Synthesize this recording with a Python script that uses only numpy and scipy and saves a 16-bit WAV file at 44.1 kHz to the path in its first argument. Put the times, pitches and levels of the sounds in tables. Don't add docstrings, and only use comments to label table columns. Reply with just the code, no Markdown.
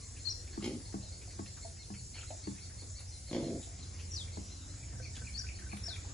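import sys
import numpy as np
from scipy import signal
from scipy.fft import rfft, irfft
from scipy.io import wavfile
from scipy.ndimage import uniform_filter1d

SR = 44100
rng = np.random.default_rng(int(sys.argv[2]) if len(sys.argv) > 2 else 0)


def how_loud(loudness_db):
    steps = np.asarray(loudness_db, float) / 20
    return 10 ** steps


def log_audio(samples):
    frames = np.atleast_2d(samples).T
    limited = np.clip(frames, -1, 1)
    pcm = np.round(limited * 32767).astype(np.int16)
    wavfile.write(sys.argv[1], SR, pcm)


N = 270333


def table(rows, column):
    rows = np.array(rows)
    return np.interp(np.arange(N) / SR, rows[:, 0], rows[:, column])


def level(x, db):
    return x * how_loud(db) / np.sqrt(np.mean(x ** 2))


def band(x, hz, width):
    return signal.lfilter(*signal.iirpeak(hz, hz / width, fs=SR), x)


def band_twice(x, hz, width):
    return band(band(x, hz, width), hz, width)


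def walk(rate):
    k = int(SR / rate)
    held = np.repeat(rng.standard_normal(N // k + 1), k)
    return 1.3 * uniform_filter1d(uniform_filter1d(held, k), k)[:N]


def place(x, pan_db, lag):
    f = np.arange(N // 2 + 1) / N
    late = irfft(rfft(x) * np.exp(-2j * np.pi * f * lag), N)
    return np.array([x * how_loud(pan_db / 2), late * how_loud(-pan_db / 2)])


def add(out, s, x):
    i = int(s * SR)
    out[i:i + len(x)] += x[:N - i]


def ring(hz, t60, phase=0, rise=0.42, size=17640):
    t = np.arange(size) / SR
    decay = np.exp(-np.log(1000) * t / max(t60, .004))
    return np.sin(2 * np.pi * hz * t + phase) * decay * (1 - np.exp(-t * hz / rise))


def strike(modes, scatter, rise):
    chance = rng.standard_normal((len(modes), 2))
    return sum(how_loud(db + a) * ring(hz * (1 + scatter * b), t60, 3 * a, rise, size=44100)
               for (hz, db, t60), (a, b) in zip(modes, chance))


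def burst(t60, rise):
    return rng.standard_normal(size=17640) * ring(0.91, t60, np.pi / 2, rise)


def yard(x, wet_db, t60=0.28):
    t = np.arange(int(.5 * SR)) / SR
    decay = np.exp(-np.log(1000) * t / t60) * np.clip(t / 0.0041, 0, 1)
    tail = rng.standard_normal((2, len(t))) * decay
    tail /= np.sqrt(np.sum(tail ** 2, axis=1, keepdims=True))
    return how_loud(wet_db) * signal.fftconvolve(x[None], tail, axes=1)[:, :N]


STEADY_S = .06


def flaps(t):
    ragged = np.clip(t / STEADY_S - 1, 0, 1)
    flap_hz = 59 * how_loud(ragged * (2 + 3 * walk(70)))
    turns = np.cumsum((t >= 0) * flap_hz) / SR
    phase = turns % 1
    size = how_loud(ragged * rng.standard_normal(N // 100)[turns.astype(int)])
    beat = 9 * size * (np.diff(phase, prepend=0) < 0)
    puff = size * np.exp(-phase / 0.53) * rng.standard_normal(N)
    rush = (0.35 + 0.46 * ragged) * rng.standard_normal(N)
    return ragged, beat, puff, rush


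def throat_voice(ragged, beat, puff, rush, snout, top_hz):
    source = (3 - 1.1 * ragged) * beat + puff + rush
    throat = sum(how_loud(db) * band_twice(source, hz, 1.05 * width) for hz, width, db in snout)
    throat = signal.sosfilt(signal.ellip(4, 1, 18, top_hz, fs=SR, output="sos"), throat)
    return throat / np.sqrt(uniform_filter1d(throat ** 2, size=1100) + 1e-9)


def nostril_hiss(t, length, beat, puff, rush, nostril, snap_db):
    slack = np.clip(t / STEADY_S - .5, 0, 1)
    jet = (1 - slack) ** 2 * how_loud(snap_db) * beat
    jet = jet + (1 - 0.85 * slack) * puff + (0.55 + 0.85 * slack) * rush
    hiss = sum(how_loud(db) * band_twice(jet, hz, 1.4 * width) for hz, width, db in nostril)
    return hiss / np.std(hiss[(t > 0) & (t < length)])


# first flap in seconds, length in s, peak in dB, nostril hiss in dB, flap snap in dB.
SNORTS = [
    (0.625, 0.16, -37.5, -0.6, -5),
    (3.313, 0.31, -34.5, -8, 7.5),
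]
# seconds from the first flap, level in dB.
EFFORTS = [
    [(0, -5.5), (.03, -2), (.052, 1.5), (.075, -4.5), (.1, -4), (.135, -3), (.155, -10), (.19, -26),
     (.3, -70)],
    [(0, -6.5), (.02, -6), (.048, 1), (.1, -3.5), (.15, -4), (.19, -3), (.25, -6), (.29, -15.5), (.4, -67)],
]
# centre in Hz, width in Hz, gain in dB.
SNOUTS = [
    [(137, 59, -2), (254, 73, 3), (323, 160, 0), (484, 120, -11), (627, 170, -14)],
    [(146, 24, 4), (247, 150, 4), (320, 100, 0.5), (507, 100, 0.5), (646, 83, -6.5), (742, 100, -14.5)],
]
# centre in Hz, width in Hz, gain in dB.
NOSTRILS = [
    [(853, 180, 0.5), (1132, 250, -6), (2200, 280, 1.5), (3100, 390, 1), (4150, 600, 0), (5200, 400, 1),
     (6250, 1200, -4.5), (9700, 1800, -16.5)],
    [(920, 160, 1), (1070, 250, -2.5), (2200, 400, -0.5), (3380, 790, 1.5), (4200, 600, -2.5),
     (5150, 300, -2), (6570, 1100, -10), (9500, 2300, -17)],
]
SNOUT_TOPS_HZ = (630, 750)


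def snorts():
    peak_s, rise_db, fades_db_per_s = 0.018, -6, (209, 126)
    voice, nose = np.zeros((2, N))
    settings = zip(SNORTS, EFFORTS, SNOUTS, NOSTRILS, SNOUT_TOPS_HZ, fades_db_per_s)
    for (s, length, db, hiss_db, snap_db), effort, snout, nostril, top_hz, fade_db in settings:
        t = np.arange(N) / SR - s
        ragged, beat, puff, rush = flaps(t)
        throat = throat_voice(ragged, beat, puff, rush, snout, top_hz)
        hiss = nostril_hiss(t, length, beat, puff, rush, nostril, snap_db)
        effort_db = np.interp(t, *np.transpose(effort))
        nose_db = hiss_db + np.interp(t, [0, peak_s], [rise_db, 0])
        nose_db = nose_db - fade_db * np.clip(t - peak_s, 0, None)
        voice += (t >= 0) * how_loud(db + effort_db) * throat
        nose += (t >= 0) * how_loud(db + effort_db + nose_db) * hiss
    return place(voice, -.4, 1.0) + yard(voice, -16.5) + place(nose, 2.2, 1.9) + yard(nose, -2, 0.18)


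# start in seconds, peak in dB, click in dB, boom in dB.
KNOCKS = [
    (0.575, -33, -17.5, -2.5),
    (0.941, -31, -19, -4.5),
    (1.391, -34, -14, -4),
    (1.902, -39.5, -14, 0.5),
    (2.472, -29.5, -19, -6.5),
    (4.372, -35, -16, -7),
    (5.73, -40.5, -6, 1.5),
]
# pitch in Hz, level in dB, t60 in s.
BOARD = [(270, -5, 0.19), (320, 5, 0.072), (405, -4.5, 0.082), (496, -18.5, 0.057)]
# pitch in Hz, level in dB, t60 in s.
BOARD_CLICK = [(663, 8, 0.053), (828, 12, 0.037), (1084, 10, 0.046), (1650, 0, 0.048), (3000, -39, .015)]
# pitch in Hz, level in dB, t60 in s.
BOOM = [(122.4, -0.5, 0.33), (171, -12, 1.34), (202.1, 7.5, 0.23)]


def knocks():
    plank, cavity = np.zeros((2, N))
    for s, db, click_db, boom_db in KNOCKS:
        click = how_loud(click_db) * strike(BOARD_CLICK, 0.05, 0.36)
        add(plank, s, how_loud(db - 4.5) * (strike(BOARD, 0.01, 1.0) + click))
        add(cavity, s, how_loud(db - 5.0 + boom_db) * strike(BOOM, 0.0093, 1.55))
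        crack = rng.standard_normal(size=17640) * ring(1, .05, np.pi / 2, 0.0022)
        add(plank, s, how_loud(db + click_db + 5.5) * band(crack, 1400, 1500))
    direct = place(plank, 2.1, 18.6) + place(cavity, 0.95, 17.0)
    return direct + yard(plank, -9.0) + yard(cavity, -34.0)


# start in seconds, peak in dB, pitch in Hz, cycles to swell.
PLOPS = [(1.032, -56, 628, 1.1), (1.275, -56, 716, 1.5), (1.647, -36.5, 670, 7.8), (2.303, -38.5, 593, 2),
         (2.306, -42.5, 698, 4.4), (2.318, -42.5, 655, 2.5), (3.289, -53.5, 550, 1.5),
         (3.67, -58, 670, 1.3), (4.997, -49.5, 508, 1.2), (5.88, -48, 686, 1.5), (6.047, -52.5, 830, 1.5)]
POCKET_RATIOS = (1.3, 1.37)


def plops():
    out = np.zeros(N)
    for s, db, hz, swell in PLOPS:
        t60 = 40 / hz
        pocket = ring(hz, t60, 0, swell)
        pocket += 0.19 * ring(POCKET_RATIOS[0] * hz, 0.8 * t60, 1.6, swell)
        pocket += 0.27 * ring(POCKET_RATIOS[1] * hz, 0.65 * t60, 0, 1.6 * swell)
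        add(out, s, how_loud(db + 5.0) * pocket)
    return out


# start in seconds, peak in dB, centre in Hz.
SMACKS = [(0.1624, -54, 2570), (0.47, -55, 2370), (0.529, -52.5, 1730), (0.6023, -51, 1207),
          (0.922, -55, 1760), (1.212, -53.5, 2400), (1.303, -55.5, 2310), (1.567, -50, 1443),
          (1.764, -59.5, 2080), (1.936, -51.5, 2410), (2.545, -60, 1880), (2.576, -56, 2320),
          (2.695, -56, 1720), (3.276, -56, 2080), (3.624, -55.5, 3620), (3.939, -59, 2066),
          (3.989, -51, 2700), (4.272, -55.5, 2200), (4.34, -66.5, 2200), (4.732, -57, 1580),
          (5.585, -52, 1890)]


def smacks():
    out = np.zeros(N)
    for s, db, hz in SMACKS:
        spatter = burst(0.11, 0.0055)
        add(out, s, how_loud(db + 16.0) * (band(spatter, hz, 0.2 * hz) + 0.18 * band(spatter, 4000, 5000)))
    return out


# start in seconds, peak in dB, pitch in Hz.
THUMPS = [(0.393, -58, 323), (0.799, -50, 290), (1.129, -67, 152), (2.819, -48, 320), (2.9, -61, 604),
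          (3.0, -60, 700), (3.789, -43.5, 147), (4.257, -54, 250), (4.497, -48, 150), (4.927, -40.5, 154),
          (5.164, -46.5, 204), (5.213, -44, 191)]


def thumps():
    out = np.zeros(N)
    for s, db, hz in THUMPS:
        add(out, s, how_loud(db + 20.0) * band(burst(0.16, 0.00084), hz, 0.24 * hz))
    return out


# start in seconds, peak in dB, t60 in s.
SPRAYS = [
    (0.643, -58, .15),
    (2.992, -55, 0.13),
    (5.597, -55, 0.064),
    (5.763, -50.5, .07),
    (5.959, -56, .08),
]


def sprays():
    out = np.zeros(N)
    for s, db, t60 in SPRAYS:
        add(out, s, how_loud(db + 18.0) * band_twice(burst(t60, 0.0066), 10100, 2200))
    return out


TICK_RISE_S = 0.00091
# start in seconds, peak in dB, centre in Hz.
TICKS = [
    (1.4596, -49.5, 2720),
    (2.304, -53, 2350),
    (3.7923, -58, 3860),
    (5.1535, -50, 3660),
    (5.165, -45, 3530),
    (5.2873, -53, 3000),
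    (5.769, -47.5, 2460),
]


def ticks():
    out = np.zeros(N)
    for s, db, hz in TICKS:
        crack = burst(.04, TICK_RISE_S)
        add(out, s, how_loud(db + 11.0) * (band(crack, hz, 0.32 * hz) + .4 * band(crack, 4000, 5000)))
    return out


# middle in seconds, half length in s, peak in dB.
SCUFFS = [
    (2.2, .055, -55.5),
    (3.004, 0.023, -64),
]
# start in seconds, peak in dB, centre in Hz.
GRAINS = [
    (2.146, -61, 2320),
    (2.17, -54, 2700),
    (2.179, -54, 1540),
    (2.184, -49, 2580),
    (2.191, -53, 1460),
    (2.21, -51, 3100),
    (2.2284, -49, 1410),
    (2.24, -61, 1440),
]


def scuffs():
    out = np.zeros(N)
    for s, db, hz in GRAINS:
        add(out, s, how_loud(db + 21.0) * band_twice(burst(.05, TICK_RISE_S), hz, 0.17 * hz))
    bands = ((770, 320, 1.1), (1480, 280, 1.0), (2160, 510, 1.4), (2700, 500, 0.87), (5150, 5300, 0.12))
    for s, half, db in SCUFFS:
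        grit = rng.standard_normal(N) * how_loud(2.5 * walk(500))
        patches = sum(g * how_loud(3.1 * walk(40)) * band(grit, hz, width) for hz, width, g in bands)
        swell_db = -14 * ((np.arange(N) / SR - s) / half) ** 4
        out += how_loud(db + swell_db) * level(patches, 0)
    return out


def mud():
    ground = sprays() + thumps() + smacks() + ticks() + scuffs()
    pockets = plops()
    return place(ground, 1.3, 1.1) + place(pockets, -1.9, -6.0) + yard(ground + pockets, -5)


def whistle(out, shape, s, db, scale=1, rough_db=2.5, warble=.005):
    at, hz, gain_db = np.transpose(shape)
    t = np.arange(at[0], at[-1], 1 / SR)
    wobble = uniform_filter1d(rng.standard_normal((2, 8192)), size=60, axis=1)[:, :len(t)] * 8
    pitch = scale * np.interp(t, at, hz) * (1 + warble * wobble[0])
    loud = how_loud(db + np.interp(t, at, gain_db) + rough_db * wobble[1])
    track = np.zeros(N)
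    add(track, s + at[0], np.sin(2 * np.pi * np.cumsum(pitch) / SR) * loud)
    return out + track


# seconds from the start, pitch in Hz, level in dB.
HOOK = [(-.001, 3950, -14), (.006, 4250, -3), (.013, 4480, 1), (.022, 4180, 3), (.034, 4130, 3),
        (.044, 4500, 1), (.05, 5450, -2), (.058, 5750, 1), (.07, 5600, -1), (.082, 4500, -9)]
SWOOP = [(0, 5800, -13.5), (.01, 5700, 1), (.018, 5380, -1.5), (.022, 5400, -13), (.027, 5600, -1),
         (.036, 5944, 4), (.047, 5664, -1.5), (.061, 4520, 6), (.072, 4080, -1.5), (.086, 3800, -2),
         (.105, 3454, -2), (.138, 3020, -22)]
SECOND_HOOK = [(0, 4150, -8), (.006, 4475, -10), (.016, 4480, 1.5), (.03, 4360, -8), (.041, 4660, 0.5),
               (.048, 5690, -0.5), (.058, 5780, 2), (.066, 5350, -2.5), (.077, 4570, -2.5),
               (.084, 4230, -28)]
# shape, start in seconds, level in dB, anchor in Hz, reach from the anchor as a share.
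NEAR_CALLS = [
    (HOOK, .25, -37.5, 5800, 0.99),
    (SWOOP, 4.11, -44.5, 3700, 1.02),
    (SECOND_HOOK, 5.34, -40, 5800, 1),
    (SWOOP, 5.831, -44.5, 3700, .87),
]


def near_bird():
    calls = 0
    for shape, s, db, anchor_hz, reach in NEAR_CALLS:
        bent = [(at, anchor_hz + reach * (hz - anchor_hz), g) for at, hz, g in shape]
        calls = whistle(calls, bent, s, db, 1, 2, .004)
    out = how_loud(2.2) * place(calls, 3, 1.4) + yard(calls, -2.5, .4)
    out[1] -= .87 * band(out[1], 4330, 1300)
    return out


TREES_T60_S = 0.37
# start in seconds, level in dB, pitch in Hz, tail in dB, climb as a share of the usual.
CHIPS = [(.015, -58, 4270, -16, 1), (0.179, -60.5, 4350, -6.5, 0.85), (.515, -56, 4445, -13, 1),
         (.685, -61, 4440, -8, 1), (.843, -57.5, 4410, -6, 0.52), (1.113, -57, 4450, -9, 1),
         (1.275, -58.5, 4470, -9, 0.96), (1.456, -59, 4325, -16, 1), (1.613, -55.5, 4404, -8, 1),
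         (1.782, -55, 4330, -4, 0.24), (1.952, -57, 4480, -4.5, 0.62), (2.131, -53, 4480, -5, 1.17),
         (2.255, -58, 4310, -6.5, 2.6), (2.425, -53.5, 4500, -9, 1.4), (2.605, -56, 4540, -5, 1.64),
         (2.774, -54.5, 4470, -6, 1.34), (2.944, -55.5, 4570, 1, 2.5), (3.111, -56, 4200, -4, 0.087),
         (3.255, -57.5, 4460, 0.5, 2.4), (3.429, -55.5, 4300, -7, 1.1), (3.6, -65, 3820, -2, 1.16),
         (3.788, -60, 4240, 1.5, 1), (4.316, -56.5, 4430, -6, 1), (4.503, -57.5, 4200, -9, 1),
         (4.683, -59.5, 4200, -12, 1.1), (5.015, -55, 4480, -9, 1), (5.532, -56.5, 4490, -7.5, 1.44),
         (5.692, -59, 4434, -0.5, 1)]
# seconds from the start, pitch offset as a share, level in dB.
CHIP = [(0, -.06, -14), (.011, -.035, -3), (.024, -.01, 1), (.033, .01, 1), (.041, -.01, -16)]
# seconds from the start, share of the pitch, level in dB.
CHIP_TAIL = [(.033, 1.03, -6.5), (.04, .97, 5.5), (.047, 0.96, 4), (.056, .775, -7), (.063, 0.86, -14)]
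# seconds from the start, pitch in Hz, level in dB.
ARCH = [(0, 3860, -16), (0.014, 4150, 3), (0.031, 4300, 1), (0.046, 3980, -1), (.06, 3800, -5),
        (0.076, 3670, -23)]


def far_bird():
    calls = whistle(0, ARCH, 1.015, -58, warble=.008)
    for s, db, hz, tail_db, climb in CHIPS:
        note = [(at, 1 + climb * offset, g) for at, offset, g in CHIP]
        calls = whistle(calls, note, s, db, hz, 2.8, .008)
        calls = whistle(calls, CHIP_TAIL, s, db + tail_db, hz, 2.8, .008)
        calls = whistle(calls, note, s, db - 11, hz / 2, 2.2, 0.0069)
    return place(calls, 2.5, 0.97) + yard(calls, .3, TREES_T60_S)


# start in seconds, level in dB.
CLUCKS = [
    (4.8265, -57.5),
    (5.0495, -47.5),
    (5.269, -46.5),
    (5.489, -45.5),
    (5.717, -47),
    (5.955, -49.5),
]
# start in seconds, level in dB.
ANSWERS = [
    (4.919, -54),
    (5.14, -50.5),
    (5.361, -49),
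    (5.586, -50.5),
    (5.826, -50),
]
# seconds from the start, pitch in Hz, level in dB.
CLUCK = [(-.03, 2200, -25), (-.022, 2330, -8), (-.013, 2520, -11), (-.006, 2650, -28), (.001, 2560, 0),
         (.009, 2330, 0), (0.018, 2220, -8), (.05, 2270, -19), (.075, 2300, -27)]
ANSWER = [(0, 1882, -15), (.012, 1861, -11), (0.029, 1694, -17.5), (.04, 1577, -3.5), (.048, 1740, -19),
          (.056, 1780, -1.5), (.066, 1650, -27), (.082, 1571, -1), (.1, 1520, -23)]


def clucking_pair():
    calls = 0
    for s, db in CLUCKS:
        calls = whistle(calls, CLUCK, s, db - 2, 1, 4, .009)
    for s, db in ANSWERS:
        calls = whistle(calls, ANSWER, s, db - 2, 0.98, 4, .01)
    return place(calls, 2.7, 0.71) + yard(calls, -3, TREES_T60_S)


# seconds, firing cycle rate in Hz.
ENGINE = [(0, 12.05), (3, 12.13), (6.13, 12.12)]
# multiple of the cycle rate, level in dB.
ENGINE_ORDERS = [(4, -4), (5, -3), (6, -12.5), (7, 1.5), (8, -1), (9, -14), (10, -9.5)]
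# seconds, level in dB.
ENGINE_DB = [(0.0, -55), (0.5, -53.5), (2.1, -55), (2.36, -56.5), (2.63, -54), (3.2, -56.5), (4.15, -49),
             (4.66, -55), (5.05, -48.5), (6.13, -52)]
# seconds, level in dB.
TRUCK = [(4.3, -91), (4.8, -52), (5.0, -46.5), (5.4, -51.5), (6.13, -57)]
# pitch in Hz, level in dB.
TRUCK_LINES = [(66.8, 4.5), (79.5, -22), (117, -4), (133.6, -24), (185.5, -13)]
# seconds, pitch in Hz, level in dB.
FAN = [(3.9, 125, -75), (4.1, 124.9, -57.5), (4.45, 122.5, -55), (4.7, 118.5, -79), (4.9, 120, -92)]


def engines():
    cycle = 2 * np.pi * np.cumsum(table(ENGINE, 1)) / SR
    late = 2 * np.pi * .46
    throb = 0
    for k, db in ENGINE_ORDERS:
        drift = 1.8 * (rng.random() - .5) + 0.42 * walk(2.66)
        throb = throb + how_loud(db + 1.4 * walk(2.51)) * np.cos(round(k) * (cycle - late) + drift)
    t = np.arange(N) / SR
    truck = sum(how_loud(db + 3.4 * walk(3.21)) * np.sin(2 * np.pi * hz * t + 1.4 * walk(2.475))
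                for hz, db in TRUCK_LINES)
    drone = how_loud(table(FAN, 2)) * np.sin(2 * np.pi * np.cumsum(table(FAN, 1)) / SR)
    motors = drone + level(throb, 3.6) * how_loud(table(ENGINE_DB, 1)) + truck * how_loud(table(TRUCK, 1))
    return place(motors, -1.5, 3.3)


def colour(shape, db, stir_db):
    hz, gain_db = np.transpose(shape)
    f = np.maximum(np.arange(N // 2 + 1) * SR / N, 1)
    noise = rfft(rng.standard_normal(N)) * how_loud(np.interp(np.log(f), np.log(hz), gain_db))
    slot = np.clip(np.floor(3 * np.log2(f / 100)), 0, None).astype(int)
    out = np.zeros(N)
    for k in np.unique(slot):
        flicker_db = 1.6 * walk(7) + 1.5 * walk(24.947)
        out += how_loud(stir_db[k] + flicker_db) * irfft(noise * (slot == k), N)
    return level(out, db)


# frequency in Hz, density in dB per Hz.
AIR_MID = [(15, -6.5), (25, -9), (92, -1), (170, -18), (276, -20.5), (849, -32), (1150, -36.5), (2080, -33),
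           (3130, -38), (3640, -33), (7080, -23), (8040, -27.5), (8680, -48.5), (9370, -29.5),
           (11200, -39.5), (14600, -123), (22000, -120)]
# frequency in Hz, density in dB per Hz.
AIR_SIDE = [(15, -64), (102, -3.5), (230, -12), (2080, -21.5), (2750, -27.5), (3300, -24), (4470, -20.5),
            (5210, -10.5), (6560, -17), (7080, -9), (8040, -8.5), (8700, -8), (9100, -30.5), (10700, -24)]
# seconds, level in dB.
STIR = [(0.0, -65), (1.59, -64.5), (2.01, -68.5), (2.42, -63.5), (3.3, -67.5), (3.46, -61.5), (3.62, -63),
        (4.7, -62.5), (5.27, -64), (6.13, -59.5)]
# centre in Hz, width in Hz, level in dB.
CICADAS = [(5126, 680, -68.5), (6130, 39, -71), (7183, 78, -64.5)]


def air():
    swell_db = table(STIR, 1) - table(STIR, 1).mean()
    stir_db = [0] * 2 + [0.77 * swell_db] * 7 + [0.88 * swell_db] * 7 + [0] * 3 + [1.5 * walk(12)] * 6
    mid = colour(AIR_MID, -51.5, stir_db)
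    side = colour(AIR_SIDE, -57.5, stir_db)
    out = np.array([(mid + side) * how_loud(2.5), (mid - side) * how_loud(2.0)])
    for hz, width, db in CICADAS:
        buzz = level(band_twice(rng.standard_normal(N), hz, width), db)
        out += place(buzz * how_loud(1.1 * walk(2.1) + 0.5 * walk(36)), 7.5, 1.53)
    return out


def scene():
    return snorts() + knocks() + mud() + near_bird() + far_bird() + clucking_pair() + engines() + air()


def starve(x, coarse_db, smallest):
    f, _, z = signal.stft(x, SR, window="cosine", nperseg=2048)
    band_hz = f[:1024:8, None]
    size = np.abs(z[:1024]).reshape(128, 8, -1).mean(1)
    around = uniform_filter1d(np.sqrt(size), size=9, axis=0) ** 2
    whim_db = 7.5 * uniform_filter1d(rng.standard_normal(size.shape), size=2)
    thrift_db = 9 * uniform_filter1d(rng.standard_normal(size.shape[1]), size=4)
    busy = size[10:40].mean(0)
    busy_db = np.clip(30 * np.log10(busy / np.median(busy)), -2, 7)
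    thrift_db = thrift_db + (band_hz < 8900) * busy_db
    floor_db = np.interp(band_hz, *np.transpose(smallest))
    step = np.maximum(how_loud(coarse_db + whim_db) * around, how_loud(floor_db + whim_db + thrift_db))
    step = np.repeat(step * np.clip(band_hz / 2500, .1, 1) ** 2, 8, axis=0)
    z[:1024] = step * np.round(z[:1024] / step)
    return signal.istft(z, SR, window="cosine", nperseg=2048)[1][:N]


def roll_off(x):
    return signal.sosfilt(signal.butter(12, 11360, fs=SR, output="sos"), x)


# frequency in Hz, step in dB.
STEP_MID = [(1200, -130), (7000, -108), (7550, -90), (7750, -86), (8150, -81), (8250, -74), (8900, -76),
            (9050, -94), (9900, -92), (10150, -86), (10400, -93), (10900, -90), (11150, -80)]
# frequency in Hz, step in dB.
STEP_SIDE = [(1200, -130), (8600, -105), (8850, -92), (9600, -80), (10800, -76), (11000, -96), (11700, -96),
             (11900, -85)]


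def record(dry):
    dry = signal.sosfilt(signal.butter(2, 36, "high", fs=SR, output="sos"), dry)
    mid = starve(dry.mean(0), .5, STEP_MID)
    side = starve((dry[0] - dry[1]) / 2, 6, STEP_SIDE)
    return roll_off(np.array([mid + side, mid - side]))


dry = scene()
out = record(dry)
log_audio(out)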